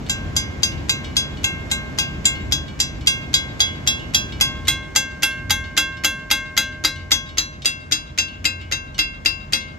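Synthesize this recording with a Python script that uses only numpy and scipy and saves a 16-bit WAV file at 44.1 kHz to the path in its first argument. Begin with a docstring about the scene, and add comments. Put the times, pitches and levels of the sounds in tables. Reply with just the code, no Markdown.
"""Warning gongs at a bridge gate

On foot by the river, with a stereo microphone pair: we walk up to a motor-driven gong beside the gate,
face it at close range and turn away. It is struck 3.7 times a second, each blow a latch click, a clank
of the housing and the ringing of the steel dish. A second gong answers from across the bridge.
Traffic rumbles underneath and an engine idles."""
import sys
import numpy as np
from scipy import signal
from scipy.fft import rfft, irfft, next_fast_len
from scipy.io import wavfile

SR = 44100
rng = np.random.default_rng(int(sys.argv[2]) if len(sys.argv) > 2 else 0)


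def unload_wav(signal):
    """Save mono or channel-first audio to the path in sys.argv[1] as 16-bit WAV at rate SR, clipped to [-1, 1]."""
    wavfile.write(
        sys.argv[1],
        SR,
        np.round(np.clip(np.atleast_2d(signal).T, -1, 1) * 32767).astype(np.int16),
    )


N = 431298
TIME = np.arange(N) / SR
HUM_BELOW_HZ, TOP_ABOVE_HZ = 1800, 7000

# hammer blows on the near gong; mellow ones favour the lower partials: start_s, level_db, mellowness_db
STRIKES = [(0.0962, -19.5, 1), (0.3646, -18.5, -2.0), (0.632, -18.5, -2.5), (0.8944, -15.5, -0.5),
           (1.1667, -16, -1), (1.4416, -18, 7), (1.714, -19.5, 6), (1.9864, -16.5, 3.5),
           (2.2543, -16.5, 1.5), (2.5222, -17.5, -2.5), (2.801, -16, -7.5), (3.0714, -12.5, -1.5),
           (3.3403, -15, 0), (3.6037, -15, -0.5), (3.8741, -15, -1), (4.146, -14, -0.5), (4.4104, -14.0, 1),
           (4.6811, -16, -1.5), (4.9606, -15.5, -5.5), (5.2315, -14.5, -2.5), (5.5059, -16, -4.5),
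           (5.7758, -14.5, -2), (6.0462, -14, -2.5), (6.3121, -13, -2.5), (6.576, -15, -4),
           (6.8478, -16, -8), (7.1166, -14, -5.5), (7.3816, -15.5, -7.5), (7.6565, -15.5, -4),
           (7.9214, -16.5, -8.5), (8.1858, -17, 0), (8.453, -15.5, 0), (8.7226, -19, 1.5), (8.99, -15, 0.5),
           (9.2589, -14.5, -2), (9.5327, -14.5, 0.5)]
# modes of the near steel dish: pitch_hz, level_db, t60_s
DISH_MODES = [(612.5, -52, 4.3), (1072.4, -40, 1.26), (1579.7, -31.5, 0.96), (2133, -30.5, 0.83),
              (2540, -31, 0.2), (2720.5, -21.5, 0.37), (3284, -20, 0.11), (3350, -17, 0.29),
              (3808, -20.5, 0.14), (4031, -26.5, 0.26), (4778, -16, 0.11), (4911, -22, 0.22),
              (5562, -24.5, 0.17), (6017, -29.5, 0.28), (6399, -19, 0.16), (5750, -28.5, 0.069),
              (6880, -58.5, 0.13), (7284, -17.5, 0.13), (8230, -22.5, 0.13), (8630, -38, 0.075),
              (8900, -38, 0.18), (9500, -40, 0.047), (10650, -38, 0.14), (11020, -44.5, 0.25),
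              (11490, -37, 0.1), (12400, -45.5, 0.13), (13300, -47.5, 0.107), (14200, -41.5, 0.098)]
# the microphones' path; stage is 0 along the gate, 1 facing the dish, 2 or more with the gong behind:
# time_s, closeness_db, stage, left_lead_ms, left_minus_right_db
WALK = [(0, -19, 0.34, .17, 0), (1.2, -14.5, 0.0098, .15, 1), (3.2, -9, 0.25, 0.17, 2),
        (4.2, -1, 0.14, 0.24, -3), (4.9, 4.5, 0.86, -0.047, 2.5), (5.6, 12.5, 1, -0.035, -0.5),
        (6.3, 12, 1.18, -0.031, 1.3), (6.9, 14, 1.38, -0.0076, 3), (7.4, 5.5, 1.56, 0.272, 2.5),
        (8.1, 5.5, 1.85, 0.44, 5), (9.78, 7.5, 3.24, 0.41, 4.5)]
# how alike street noise is at the two microphones: frequency_hz, correlation
LIKENESS = [(30, 0.94), (70, 0.92), (150, 0.85), (300, 0.45), (600, 0.04), (1500, 0.023), (5000, 0.054),
            (8000, 1)]


def from_db(db):
    """Decibels to gain."""
    return 10 ** (np.asarray(db) / 20)


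def at_times(rows, when):
    """Columns of a curve table at the given times."""
    times, *columns = np.transpose(rows)
    return [np.interp(when, times, column) for column in columns]


def at_hz(points, hz):
    """Read a spectrum on a log-frequency axis."""
    knots, values = np.transpose(points)
    return np.interp(np.log(hz + 1e-9), np.log(knots), values)


def drift(rate_hz):
    """Slow random wander of about unit size."""
    knots = rng.standard_normal(int(rate_hz * 10) + 3)
    return np.interp(TIME * rate_hz, np.arange(len(knots)), knots)


def clicks(when, sizes):
    """One click at each time."""
    out = np.zeros(N)
    out[np.clip(np.round(when * SR).astype(int), 0, N - 1)] = sizes
    return out


def ring(drive, hz, t60):
    """A unit click sets a sine of height 1 ringing down."""
    decay, step = from_db(-60 / (t60 * SR)), 2 * np.pi * hz / SR
    return signal.lfilter([0, np.sin(step)], [1, -2 * decay * np.cos(step), decay ** 2], drive + 1e-18)


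def dying(drive, t60):
    """Each click starts an exponential fade."""
    return signal.lfilter([1], [1, -from_db(-60 / (t60 * SR))], drive + 1e-18)


def noise(spectrum, likeness):
    """Stereo noise of rms 1 from a spectrum (frequency_hz, level_db) and a left-right likeness."""
    size = next_fast_len(N)
    hz = np.arange(size // 2 + 1) * SR / size
    low_hz, high_hz = spectrum[0][0] / 2, spectrum[-1][0]
    rolloff = 1 / np.sqrt((1 + (low_hz / (hz + 1)) ** 8) * (1 + (hz / high_hz) ** 8))
    mid, side = rfft(rng.standard_normal((2, size))) * from_db(at_hz(spectrum, hz)) * rolloff
    alike = np.clip(at_hz(likeness, hz), -1, 1)
    pair = irfft(np.sqrt(1 + alike) * mid + np.sqrt(1 - alike) * side * [[1], [-1]], size)[:, :N]
    return pair / np.sqrt(np.mean(pair ** 2) + 1e-20)


def blows():
    """For each blow: start_s, strength against the average blow in dB, microphone closeness in dB."""
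    when, db, _ = np.transpose(STRIKES)
    return when, db - db.mean(), at_times(WALK, when)[0]


def colour_db(hz):
    """Gain of a pitch at each blow: the dish beams it to the microphones, the blow's mellowness tilts it."""
    # facing the dish, against the gate side: frequency_hz, gain_db
    facing = [(600, 5.5), (850, -4.5), (1070, 4.5), (1400, 22.5), (1580, 11.5), (2130, 5), (2720, 2.5),
              (3350, 0.5), (3900, 1.5), (4850, -4.5), (6000, -1.5), (7500, -1.5), (12000, 5.5)]
    # with the dish behind, against the gate side: frequency_hz, gain_db
    behind = [(600, 1), (850, -19.5), (1070, 0), (1400, 15), (1580, -1.5), (2130, -6), (2720, 4.5),
              (3350, -6), (3900, 4), (4850, -0.5), (6000, -3.5), (7500, -6.5), (12000, -5.5)]
    # how much of a blow's mellowness each pitch takes: frequency_hz, share
    mellow_tilt = [(900, 0.55), (1580, 0.73), (2800, 0.7), (3600, 0.03), (4800, -0.76), (7300, -0.2),
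                   (11000, 0)]
    when, _, mellow_db = np.transpose(STRIKES)
    stage = at_times(WALK, when)[1]
    beam_db = np.interp(stage, [0, 1, 2], [0, at_hz(facing, hz), at_hz(behind, hz)])
    return beam_db + mellow_db * at_hz(mellow_tilt, hz)


def from_bearing(x):
    """The gong's bearing along the walk sets the delay and balance between the microphones."""
    left, right = np.broadcast_to(x, (2, N))
    lead_ms, pan_db = at_times(WALK, TIME)[2:]
    late = np.arange(N) - lead_ms * SR / 1000
    pan = from_db(pan_db / 2)
    return np.array([left * pan, np.interp(late, np.arange(N), right) / pan])


def traffic(trim_db=-0.5, swell_width_s=0.13):
    """Low road rumble that swells now and then, under the roar of tyres."""
    # traffic grows fainter along the walk: time_s, rumble_db, roar_db
    levels = [(0, -35.5, -32), (2, -31.5, -32.5), (2.9, -32.5, -35), (3.6, -35, -33), (4.5, -30.5, -34),
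              (5.1, -39.5, -37.5), (7.7, -39, -42.5), (9.78, -41, -40.5)]
    # brief swells of the rumble: peak_s, rise_db
    swells = [(0.299, 6), (.76, 8), (2.5, 5.5), (5.52, 10)]
    # road rumble: frequency_hz, level_db
    rumble_spectrum = [(13, -49), (22, -36), (44, -6.5), (75, 0.5), (114, -10.5), (146, -2.5), (177, -26),
                       (260, -14), (340, -21), (570, -120)]
    # tyre roar: frequency_hz, level_db
    roar_spectrum = [(150, 3), (220, 2.5), (320, -1.5), (450, -7.5), (700, -9.5), (1200, -15),
                     (2500, -18.5), (4500, -26.5), (7500, -31.5), (10000, -45.5), (15000, -46)]
    rumble_db, roar_db = at_times(levels, TIME)
    swell_db = sum(db * np.exp(-((TIME - peak_s) / swell_width_s) ** 2) for peak_s, db in swells)
    rumble = from_db(rumble_db + swell_db) * noise(rumble_spectrum, LIKENESS)
    roar = from_db(roar_db) * noise(roar_spectrum, LIKENESS)
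    return from_db(trim_db) * (rumble + roar)


def idling_engine(wander_hz=0.88, waver_db=7.0):
    """An engine idles by the river: three low tones, unsteady in pitch and level."""
    # engine tones: pitch_hz, centre_rms_db
    tones = [(44, -50.5), (60, -55.5), (88, -49)]
    out = np.zeros(N)
    for hz, db in tones:
        height = np.sqrt(2) * from_db(db + waver_db * drift(3))
        cycles = np.cumsum(hz + wander_hz * drift(3.2)) / SR
        out += height * np.sin(2 * np.pi * cycles)
    return out


def far_gong(first_s=0.0647, period_s=0.32636, slowing_s=0.000188, level_db=2.0, accent_db=6,
             scatter_db=3, tick_db=-42, tick_t60=0.055, count=30):
    """The gong across the bridge runs slower and keeps slowing; every tenth blow lands harder."""
    # modes of the far dish: pitch_hz, level_db, t60_s
    far_modes = [(2298, -52, .6), (2939, -47, .5), (3305, -51, .2), (3703, -49, .2), (4349, -49, .2),
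                 (5119, -52, .2), (5927, -54, .15), (6793, -57, .13), (7703, -55, .13), (9668, -63, .12)]
    k = np.arange(count)
    when = first_s + period_s * k + slowing_s * k ** 2 / 2
    blow_db = level_db + accent_db * (k % 10 == 3)
    ringing = np.zeros(N)
    for hz, db, t60 in far_modes:
        level = db + blow_db + scatter_db * rng.standard_normal(count)
        ringing += ring(clicks(when, from_db(level)), hz, t60)
    tick = noise([(2000, 1), (3500, 20), (7500, -13), (9000, -23), (14000, -20)], LIKENESS)
    return ringing + dying(clicks(when, from_db(tick_db + blow_db)), tick_t60) * tick


def hammer(latch_db=-27, latch_t60=0.12, latch_lead_s=0.009, crack_db=-22, crack_t60=0.032,
           bounce_s=0.0025, bounce_db=-4, wash_db=-35, wash_t60=0.36, close_share=0.12, beam_hz=7500):
    """The latch lets go with a click; the hammer cracks on the steel, chatters twice and leaves a wash."""
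    # the latch's click: frequency_hz, level_db
    latch_spectrum = [(300, 3.5), (900, -16), (1400, 0.5), (2100, 6), (2900, 0), (4200, -0.5), (7300, -1.5),
                      (9000, -11.5), (12000, -19.5), (15500, -7)]
    # the hammer's contact with the dish: frequency_hz, level_db
    crack_spectrum = [(300, -23), (1000, -35), (2000, -17.5), (3300, 11), (5000, 6), (7300, 11),
                      (9000, -12), (11000, -10.5), (13800, -37), (15500, -35)]
    when, blow_db, close_db = blows()
    latch = dying(clicks(when - latch_lead_s, from_db(latch_db + close_db / 2)), latch_t60)
    force = from_db(blow_db + close_share * close_db + colour_db(beam_hz))
    touches = np.zeros(N)
    for bounce in range(3):
        late_s = bounce * bounce_s * rng.uniform(0.8, 1.2, len(when))
        touches += clicks(when + late_s, force * from_db(bounce * bounce_db))
    crack = from_db(crack_db) * dying(touches, crack_t60)
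    wash = from_db(wash_db) * dying(clicks(when, force), wash_t60)
    likeness = [(500, 0.086), (5000, 0.6), (8000, 1.0)]
    return (crack + wash) * noise(crack_spectrum, likeness) + latch * noise(latch_spectrum, likeness)


def hum(scatter_db=1.5, blow_share=0.24, close_share=0.095):
    """The lowest modes of the dish ring on between blows: each blow tops up their energy."""
    when, blow_db, close_db = blows()
    drive_db = blow_share * blow_db + close_share * close_db
    out = np.zeros(N)
    for hz, db, t60 in DISH_MODES:
        if hz < HUM_BELOW_HZ:
            level = db + drive_db + colour_db(hz) + scatter_db * rng.standard_normal(len(when))
            energy = dying(clicks(when, from_db(level) ** 2), t60 / 2)
            out += np.sqrt(energy) * np.sin(2 * np.pi * (hz * TIME + rng.random()))
    return out


def partials(low_hz, high_hz, scatter_db, mic_scatter_db, close_share):
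    """Each blow rings a band of dish modes; reflections off the box vary their level at each microphone."""
    when, blow_db, close_db = blows()
    drive_db = blow_db + close_share * close_db
    out = np.zeros((2, N))
    for hz, db, t60 in DISH_MODES:
        if low_hz <= hz < high_hz:
            level = db + drive_db + colour_db(hz) + scatter_db * rng.standard_normal(len(when))
            sign = rng.choice([-1, 1], len(when))
            for channel in out:
                sizes = sign * from_db(level + mic_scatter_db * rng.standard_normal(len(when)))
                channel += ring(clicks(when, sizes), hz, t60)
    return out


def clang(level_db=-2, t60=0.061, spread_hz=70, rebound_s=0.003):
    """The hammer's rebound stirs a short-lived neighbour beside each middle mode."""
    when, blow_db, _ = blows()
    out = np.zeros(N)
    for hz, db, _ in DISH_MODES:
        if HUM_BELOW_HZ <= hz < TOP_ABOVE_HZ:
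            sizes = rng.standard_normal(len(when)) * from_db(level_db + db + blow_db + colour_db(hz))
            rebounds = clicks(when + rebound_s * rng.random(len(when)), sizes)
            out += ring(rebounds, hz + spread_hz * rng.uniform(-0.8, 1), t60)
    return out


def sheen(level_db=-38.5, t60=0.12, close_share=0.31, blow_share=0.5, count=14):
    """A crowd of weak, short modes of the dish fills the treble, mostly at close range."""
    when, blow_db, close_db = blows()
    pitches = np.linspace(10000, 14200, count) + rng.uniform(-90, 90, count)
    level = level_db + blow_share * blow_db + close_share * close_db + colour_db(pitches.mean())
    sizes = rng.standard_normal((len(when), count)) * from_db(level)[:, None]
    return sum(ring(clicks(when, size), hz, t60) for hz, size in zip(pitches, sizes.T))


def dish():
    """The near steel dish: a lasting hum, ringing middle modes with a short clang, and bright top modes."""
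    middle = partials(HUM_BELOW_HZ, TOP_ABOVE_HZ, scatter_db=1.3, mic_scatter_db=4.0, close_share=-0.02)
    top = partials(TOP_ABOVE_HZ, SR / 2, scatter_db=5.0, mic_scatter_db=0.25, close_share=0.059)
    return from_bearing(hum() + middle + clang()) + top + sheen()


def housing(scatter_db=2.5, blow_share=0.13, close_share=0.45, beam_share=0.45):
    """The recoil shakes a clank out of the cast housing and its hood."""
    # modes of housing and hood: pitch_hz, level_db, t60_s
    housing_modes = [(228.8, -47, 0.58), (307.3, -38, 0.27), (528, -44, 0.33), (838, -30.5, 0.15),
                     (1281, -32.5, 0.031), (1408, -41.5, 0.12), (1860, -42, 0.02), (2083, -22, 0.1),
                     (3060, -27, 0.05)]
    when, blow_db, close_db = blows()
    drive_db = blow_share * blow_db + close_share * close_db
    out = np.zeros(N)
    for hz, db, t60 in housing_modes:
        level = db + drive_db + beam_share * colour_db(hz) + scatter_db * rng.standard_normal(len(when))
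        sign = rng.choice([-1, 1], len(when))
        out += ring(clicks(when, sign * from_db(level)), hz, t60)
    return from_bearing(out)


def post_knock(level_db=-32, t60=0.21, attack_t60=0.042, close_share=0.47):
    """The post and the box under the gong take up the recoil with a dull, broad knock."""
    spectrum = [(200, 0), (310, -5), (420, -21), (560, -5.5),
                (800, 1), (1050, -1.5), (1400, 8.5), (2100, 11.5)]
    when, _, close_db = blows()
    recoil = clicks(when, from_db(level_db + close_share * close_db))
    return (dying(recoil, t60) - dying(recoil, attack_t60)) * noise(spectrum, LIKENESS)


def street_echo(x, echo_db=-25, t60=0.3, dull_hz=3500, delay_s=0.14):
    """Railings, deck and far walls scatter a faint, dull tail."""
    t = np.arange(SR) / SR
    tail = rng.standard_normal((2, SR)) * from_db(-60 * t / t60) * (t > delay_s)
    tail /= np.sqrt(np.sum(tail ** 2) / 2)
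    tail = signal.sosfilt(signal.butter(2, dull_hz, fs=SR, output="sos"), tail)
    return from_db(echo_db) * signal.fftconvolve(x, tail, axes=1)[:, :N]


def scene():
    """Both gongs in the open street, over the engine and the traffic."""
    gongs = dish() + housing() + post_knock() + hammer() + far_gong()
    return gongs + street_echo(gongs) + idling_engine() + traffic()


def record(dry, ceiling=1.3, cutoff_hz=15700):
    """Peaks are rounded, the microphone pair turns the treble phase of one side, the top is cut."""
    # phase lag of the right microphone behind the left: frequency_hz, lag_rad
    mic_phase = [(5500, 0), (7300, 1.3), (8200, 2.4), (9200, 3.14), (10270, 4.3), (11000, 5.2),
                 (12000, 6.2), (13300, 6.6), (14400, 9.2)]
    size = next_fast_len(N + 2000)
    lag = np.interp(np.arange(size // 2 + 1) * SR / size, *np.transpose(mic_phase))
    left, right = ceiling * np.tanh(dry / ceiling)
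    right = irfft(rfft(right, size) * np.exp(-1j * lag), size)[:N]
    return signal.sosfilt(signal.ellip(10, 0.2, 80, cutoff_hz, fs=SR, output="sos"), [left, right])


dry = scene()
out = record(dry)
unload_wav(out)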